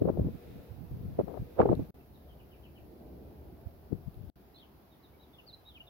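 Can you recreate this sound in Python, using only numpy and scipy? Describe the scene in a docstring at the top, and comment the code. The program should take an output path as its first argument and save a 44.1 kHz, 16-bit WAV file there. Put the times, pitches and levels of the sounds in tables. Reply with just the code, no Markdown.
"""Outdoors at the open boot of a parked car, heard in three stretches joined by brief near-silences.
Distant traffic rumbles, one car passes, leaves rustle and two microphones hiss. In the second and third
stretches a songbird's slurred whistles echo among the trees. Fingers slide on the microphones' case in
the first. Of a few faint, dry clicks, one sounds as the second stretch cuts off. Loudest is the wind:
its turbulent eddies churn and puff against the two microphone ports as fluctuations of pressure."""
import sys
import numpy as np
from scipy import signal
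from scipy.fft import rfft, irfft, next_fast_len
from scipy.io import wavfile
from scipy.ndimage import uniform_filter1d, map_coordinates

SR = 44100
rng = np.random.default_rng(int(sys.argv[2]) if len(sys.argv) > 2 else 0)


def master(y):
    """Save y as 16-bit WAV."""
    cut = np.clip(np.atleast_2d(y).T, -1, 1)
    pcm = np.round(cut * 32767)  # scale
    wavfile.write(sys.argv[1], SR, pcm.astype(np.int16))


N = 259749

# The stretches of sound. Each row: start and end in seconds.
STRETCHES = [(-.01, 1.907), (1.943, 4.3), (4.357, 5.9)]
# Response of the microphone ports. Each row: frequency in Hz, gain in dB.
PORT_RESPONSE = [(20, -23.5), (50, 1), (90, 2), (250, -5), (420, -1), (650, -1.5), (850, -4.5), (1150, -2),
                 (1700, -7), (3000, -4.5)]
# Spectrum of rubbing skin and of air forced through the ports. Each row: frequency in Hz, gain in dB.
FRICTION_SPECTRUM = [(600, -8), (1800, 3.5), (2600, -1.5), (4000, -8), (9000, -29.5), (15000, -29.5)]
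# Gusts. Each row: start and length in seconds, level in dB, eddy rate in Hz, left minus right in dB.
GUSTS = [(0, 0.17, -35, 228, 12), (0.171, 0.13, -34, 190, 5), (0.309, 0.057, -41, 150, -13),
         (0.462, 0.15, -48.5, 173, 3.5), (0.699, .21, -47, 115, -27), (0.903, 0.29, -42.5, 139, 2),
         (1.192, 0.075, -41, 160, 13), (1.271, 0.12, -43.5, 408, 16), (1.385, 0.055, -36.5, 124, -1),
         (1.585, 0.058, -28, 478, -6), (1.6, .148, -30, 292, 9.5), (1.77, .065, -33.5, 186, 0),
         (1.88, 0.037, -49.5, 258, 3), (3.91, .052, -37.5, 147, 24), (4.17, 0.14, -43.5, 106, 30)]


def amp(db):
    """Amplitude ratio of a level in decibels."""
    return 10 ** (np.asarray(db) / 20)


def unit(x):
    """Normalisation to an rms of 1."""
    return x / np.sqrt(np.mean(x ** 2) + 1e-20)


def along(points, hz):
    """Interpolation of (Hz, value) points on a logarithmic frequency axis."""
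    f, v = np.transpose(points)
    return np.interp(np.log(hz + 1), np.log(f + 1), v)


def envelope(points):
    """Gain at each sample, interpolated between (seconds, dB) points."""
    return amp(np.interp(np.arange(N) / SR, *np.transpose(points)))


def wobble(rate):
    """Smooth random modulation: a spline with `rate` knots a second."""
    return map_coordinates(rng.standard_normal(int(N * rate / SR) + 4), [np.arange(N) * rate / SR])


def filtered(x, response):
    """Linear filtering: the spectrum times a frequency response."""
    n = x.shape[-1]
    m = next_fast_len(n + n // 8)
    return irfft(rfft(x, m) * response(np.fft.rfftfreq(m, 1 / SR)), m)[..., :n]


def coloured(x, spectrum):
    """Spectral shaping by (Hz, dB) points."""
    return filtered(x, lambda hz: amp(along(spectrum, hz)))


def relax(x, settle_s):
    """First-order lag with time constant settle_s."""
    keep = np.exp(-1 / (settle_s * SR))
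    return signal.lfilter([1 - keep], [1, -keep], x)


def add(track, sound, s):
    """Superposition of a sound on a stereo track, centred at s seconds."""
    n = sound.shape[-1]
    start = round(s * SR) - n // 2
    a, b = max(start, 0), min(start + n, N)
    if b > a:
        track[:, a:b] += sound[..., a - start:b - start]


def panned(pan_db):
    """Constant-power gains, the left pan_db above the right."""
    gains = amp(np.array([pan_db, -pan_db]) / 2).reshape(2, -1)
    return gains / np.sqrt(np.mean(gains ** 2, axis=0))


def diffuse_noise(spectrum, patchy_db):
    """A diffuse field, patchy in time and frequency: only long waves reach both ports alike."""
    # Likeness of left and right. Each row: frequency in Hz, correlation.
    coherence = [(60, 0.81), (200, 0.79), (480, 0.61), (950, 0.14), (1900, -0.012), (3800, -0.037),
                 (8000, -0.031)]
    cells = signal.stft(rng.standard_normal((2, N)), nperseg=1024)[2]
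    patches = uniform_filter1d(rng.standard_normal(cells.shape[1:]), size=6, axis=0)
    patches = unit(uniform_filter1d(patches, size=10, axis=1))
    pair = signal.istft(cells * amp(patchy_db * patches), nperseg=1024)[1][:, :N]
    turn = lambda hz: np.arccos(np.clip(along(coherence, hz), -1, 1)) / 2
    mid, side = filtered(pair, lambda hz: amp(along(spectrum, hz)) * [np.cos(turn(hz)), np.sin(turn(hz))])
    return unit(np.array([mid + side, mid - side]))


def microphone_hiss(db):
    """Self-noise, independent in each microphone."""
    # The noise floor. Each row: frequency in Hz, spectral density in dB.
    spectrum = [(2000, -19), (5000, -5), (7000, -19), (8500, -21), (9800, -8), (11000, -0.5), (12500, 2),
                (15700, 3.5)]
    return amp(db) * panned(-1.5) * unit(coloured(rng.standard_normal((2, N)), spectrum))


def leaves(db):
    """Rustling leaves: many small incoherent sources sum to broadband noise."""
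    # The rustle. Each row: frequency in Hz, spectral density in dB.
    spectrum = [(300, -9.5), (800, 10), (1300, 3), (2000, -2.5), (3000, -5), (4700, -8.5), (6000, -14.5),
                (8000, -24), (12000, -40)]
    return amp(db) * diffuse_noise(spectrum, patchy_db=1.1)


def traffic(rumble_db, roar_db, pass_s=3.205, half_width_s=0.32, pass_db=-53.5):
    """Far engines and tyres; a passing car, being incoherent with them, adds its tyre noise in power."""
    # Engine and tyre noise. Each row: frequency in Hz, spectral density in dB.
    engines = [(15, -38.5), (35, -16), (50, -7.5), (68, 1), (100, -9), (160, -15.5), (300, -30.5),
               (900, -60)]
    tyres = [(50, -32.5), (130, 4), (230, 2), (370, 2.5), (520, -5.5), (690, -4), (900, -16), (1300, -35.5),
             (2500, -42), (6000, -74.5)]
    nearness = 1 / (1 + ((np.arange(N) / SR - pass_s) / half_width_s) ** 2)
    rumble = amp(rumble_db + 0.6 * wobble(12)) * diffuse_noise(engines, patchy_db=1)
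    roar = np.hypot(amp(roar_db), nearness * amp(pass_db)) * diffuse_noise(tyres, patchy_db=1.5)
    return rumble + roar


def background():
    """Ambient noise, its base levels held through each stretch."""
    # One row to a stretch. Each row: rumble, tyre roar, leaves and hiss levels in dB.
    levels = [(-56, -56.5, -68, -65.5), (-55, -58, -69, -67.5), (-63.5, -62, -68.5, -69)]
    stretch = np.searchsorted([start for start, _ in STRETCHES], np.arange(N) / SR) - 1
    rumble_db, roar_db, leaves_db, hiss_db = np.transpose(levels)[:, stretch]
    return traffic(rumble_db, roar_db) + leaves(leaves_db) + microphone_hiss(hiss_db)


def reverberation(x, t60):
    """Scattered echoes, different at each port, decay by 60 dB in t60 seconds."""
    t = np.arange(SR // 2) / SR
    tail = rng.standard_normal((2, len(t))) * amp(-60 * t / t60)
    return signal.fftconvolve(x, tail / np.linalg.norm(tail, axis=1, keepdims=True), axes=1)[:, :N]


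def bird(climb_hz_per_s=4400, drop_hz_per_s=26000, rounding_s=0.004):
    """Frequency modulation: each quavering whistle climbs, rounds off and drops, heard from the left."""
    # Syllables. Each row: crest time in seconds, crest pitch in Hz, rise and fall in seconds, level in dB.
    song = [(2.0, 2700, 0.015, .016, -72.5), (2.146, 4000, 0.011, .03, -72.5),
            (2.21, 3650, 0.011, .02, -78), (2.3, 3230, 0.027, 0.028, -70.5),
            (2.395, 2840, 0.0077, 0.023, -67), (2.513, 3130, 0.01, .04, -66.5),
            (2.632, 3170, 0.0075, .04, -65.5), (2.754, 3155, 0.0088, .04, -66.5),
            (4.563, 4135, 0.022, 0.0059, -55.5), (4.566, 3640, .016, 0.029, -59.5),
            (4.585, 4280, 0.0091, 0.0074, -63), (4.605, 3800, .012, 0.0047, -62),
            (4.613, 3344, 0.023, 0.037, -60), (4.922, 3790, 0.014, .03, -67),
            (5.04, 3990, 0.015, 0.031, -64), (5.149, 2280, 0.017, .012, -69.5),
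            (5.224, 3940, 0.038, 0.035, -65.5), (5.342, 3560, 0.012, 0.017, -56.5),
            (5.388, 2940, 0.0068, 0.019, -53), (5.477, 4510, .016, 0.05, -54.5),
            (5.544, 4060, 0.018, 0.01, -47.5), (5.69, 3820, 0.045, 0.043, -55),
            (5.748, 3194, 0.01, 0.042, -54), (5.816, 2830, 0.02, 0.0076, -48.5),
            (5.874, 3640, 0.011, 0.039, -55)]
    # Strength of the far echo. Each row: time in seconds, gain in dB.
    echo = [(2.9, 3), (4.4, -2.5), (5.3, -4), (5.5, -9.5)]
    out, quaver = np.zeros((2, N)), wobble(500)
    for s, crest_hz, rise, fall, db in song:
        t = np.arange(-rise, fall, 1 / SR)
        slope = np.where(t < 0, climb_hz_per_s, drop_hz_per_s)
        hz = crest_hz - slope * (np.hypot(t, rounding_s) - rounding_s)
        shake = np.roll(quaver, -round(s * SR))[:len(t)]
        phase = 2 * np.pi * np.cumsum(hz * (1 + 0.021 * shake)) / SR
        swell = np.sin(np.pi * (t + rise) / (rise + fall))
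        add(out, amp(db + 2 * shake) * swell * np.sin(phase), s + (fall - rise) / 2)
    direct = np.array([out[0], np.roll(out[1], round(0.0005 * SR))])
    boot = reverberation(out, t60=0.033)  # reflections in the open boot break up the glides
    trees = reverberation(out * envelope(echo), t60=0.24)
    return (direct + 0.5 * boot + trees) * panned(2.5)


def ticks(size=512):
    """Broadband transients: faint, dry clicks; one sounds as the second stretch cuts off."""
    # Clicks. Each row: time in seconds, relative level in dB.
    clicks = [(1.753, -49.5), (4.144, -62), (4.3002, -52), (5.4754, -61.5)]
    # Spectrum of the clicks. Each row: frequency in Hz, gain in dB.
    spectrum = [(1500, -24), (4000, 13.5), (6500, -19), (9000, 3), (12000, 2), (16000, -13)]
    out, t = np.zeros((2, N)), (np.arange(size) - size // 2) / SR
    for s, db in clicks:
        snap = rng.standard_normal((2, size)) * np.exp(-abs(t) / 0.00085)
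        add(out, amp(db - 2.5) * coloured(snap, spectrum), s)
    return out


def fingers(skin_db=-15.5):
    """Friction of skin on the case hisses and excites the cavity resonances of the cupped hand."""
    # The slide. Each row: time in seconds, level in dB.
    slide = [(0, -71), (.3, -59.5), (.5, -55.5), (.68, -59.5), (.8, -67), (1.15, -63), (1.3, -61),
             (1.55, -59.5), (1.85, -57.5), (1.95, -100)]
    # Modes of the cavity. Each row: frequency and bandwidth in Hz, gain in dB.
    modes = [(477.5, 22, 14), (796, 160, -17), (1240, 220, -16.5), (2550, 370, -16.5), (3700, 600, -18.5)]
    cavity = lambda hz: sum((-1) ** k * amp(db) * 1j * hz * width / (f ** 2 - hz ** 2 + 1j * hz * width)
                            for k, (f, width, db) in enumerate(modes))
    skin = unit(coloured(rng.standard_normal((2, N)), FRICTION_SPECTRUM))
    ring = unit(filtered(rng.standard_normal((2, N)), cavity))
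    return envelope(slide) * (ring + amp(skin_db) * skin)


def turbulence(n, centre_hz, steep, shared_hz):
    """Turbulent pressure peaks near the eddy rate; only large, slow eddies cover both ports."""
    own, common = rng.standard_normal((2, n)), rng.standard_normal(n)
    share = lambda hz: 1 / (1 + (hz / shared_hz) ** 2)
    rise = lambda hz: hz ** 2 / (hz ** 2 + (0.35 * centre_hz) ** 2)
    hump = lambda hz: rise(hz) / np.sqrt(1 + (hz / (1.37 * centre_hz)) ** (2 * steep))
    small = filtered(own, lambda hz: hump(hz) * np.sqrt(1 - share(hz)))
    large = filtered(common, lambda hz: hump(hz) * np.sqrt(share(hz)))
    return small + large


def gust_envelope(length, size, rise_s=0.01, fall_s=0.01):
    """Exponential growth, a plateau and exponential decay, centred in the array."""
    t = (np.arange(size) - size // 2) / SR + length / 2
    return np.exp(np.minimum(t - rise_s, 0) / rise_s - np.maximum(t - length + fall_s, 0) / fall_s)


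def breeze(size=16384):
    """Decaying turbulence: weaker, lumpy buffeting trails each gust."""
    strength = np.zeros((2, N))
    for start, length, db, _, pan_db in GUSTS:
        add(strength, amp(db - 12) * panned(pan_db) * gust_envelope(length, size), start + length / 2)
    lumps = amp(5 * np.array([wobble(30), wobble(30)]))
    buffet = unit(lumps * turbulence(N, centre_hz=148, steep=4.0, shared_hz=80))
    return relax(strength, settle_s=0.044) * panned(2) * buffet


def port_hiss(pressure):
    """Flow noise follows squared pressure, so only a hard, lasting blow makes the ports hiss."""
    flow = relax(np.mean(pressure ** 2, axis=0), settle_s=0.0075)
    grit = amp(3 * wobble(400)) * rng.standard_normal((2, N))
    return amp(-21.5) * flow * panned(1) * unit(coloured(grit, FRICTION_SPECTRUM))


def churn(size=16384):
    """Vortex shedding: each gust is a lumpy stream of small eddies at its own rate."""
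    out, lumps = np.zeros((2, N)), unit(amp(2.5 * wobble(110)))
    for start, length, db, centre_hz, pan_db in GUSTS:
        eddies = unit(coloured(turbulence(size, centre_hz, steep=3.12, shared_hz=62.3), PORT_RESPONSE))
        add(out, amp(db) * panned(pan_db) * eddies * gust_envelope(length, size), start + length / 2)
    return out * lumps


def eddy(size, centre_hz, lag_spread_s):
    """Convection carries one smooth pressure swing to the two ports at slightly different moments."""
    hz = np.fft.rfftfreq(size, 1 / SR)
    phase = rng.uniform(0, 2 * np.pi) + 2 * np.pi * hz * lag_spread_s * rng.standard_normal((2, 1))
    spectrum = (hz / centre_hz) ** 3 * np.exp(-2.2 * (hz / centre_hz) ** 1.278)
    return np.fft.fftshift(irfft(spectrum * np.exp(1j * phase), size), axes=1)


def puffs(size=4096):
    """Eddy scale sets duration: small, fast puffs are mostly one swing; large ones linger and break up."""
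    # Strong eddies. Each row: time in seconds, level in dB, centre in Hz, left minus right in dB.
    strikes = [(0.021, -19, 273, 4.5), (.056, -23, 340, 8), (.078, -23.5, 310, 1), (.088, -26.5, 430, -8),
               (.093, -27, 458, 9), (.101, -23, 320, 3), (.176, -31.5, 373, 0.5), (.197, -25, 287, 3),
               (0.219, -24, 111, 2), (.25, -27.5, 203, -5), (.272, -26.5, 178, 0), (.288, -39.5, 333, 6),
               (0.932, -36.5, 100, -11), (0.954, -39, 115, 0), (1.052, -33.5, 114, 1),
               (1.193, -19.5, 366, -4), (1.201, -23.5, 385, 8), (1.211, -27, 386, -11),
               (1.283, -35, 440, 19), (1.342, -40, 520, 16), (1.375, -37, 466, 17), (1.403, -32, 121, -18),
               (1.592, -22.5, 530, -23.5), (1.598, -17.5, 520, -2), (1.602, -14, 440, 4),
               (1.609, -19, 382, 3.5), (1.618, -27.5, 925, -8), (1.634, -25.5, 326, 12),
               (1.659, -18.5, 420, -0.5), (1.692, -27, 535, -10.5), (1.7, -20.5, 210, 1.5),
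               (1.717, -22, 387, -4.5), (1.729, -20, 305, 7), (1.777, -30.5, 147, 5.5),
               (1.797, -28.5, 268, -9), (3.67, -34, 111, -36), (3.928, -26, 223, 30), (4.079, -33, 106, 27)]
    out, t = np.zeros((2, N)), (np.arange(size) - size // 2) / SR
    for s, db, centre_hz, pan_db in strikes:
        half_length_s = 0.0032 * (323 / centre_hz) ** 0.53
        swell = 1 / np.cosh(t / half_length_s)
        swirl = unit(swell * turbulence(size, centre_hz, steep=3.5, shared_hz=59))
        core = unit(eddy(size, centre_hz, lag_spread_s=0.000997)) * 0.003 / half_length_s
        push = coloured(swirl + core, PORT_RESPONSE)
        push *= np.sqrt(np.sum(swell ** 2) / np.sum(push ** 2, axis=1, keepdims=True))  # swell's energy
        add(out, amp(db) * panned(pan_db) * push, s)
    return out


def scene():
    """Superposition of close wind and fingers on the quiet outdoors."""
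    wind = churn() + puffs()
    return wind + port_hiss(wind) + breeze() + fingers() + background() + bird() + ticks()


def record(dry, floor_db=-31.5, top_hz=15820):
    """Gating and band limiting: the level drops between stretches, and the highest treble is cut."""
    t = np.arange(N) / SR
    sounding = sum((t >= start) & (t < end) for start, end in STRETCHES)
    gate = uniform_filter1d(sounding.astype(float), size=32)
    return filtered(dry * np.maximum(gate, amp(floor_db)), lambda hz: hz < top_hz)


dry = scene()
out = record(dry)
master(out)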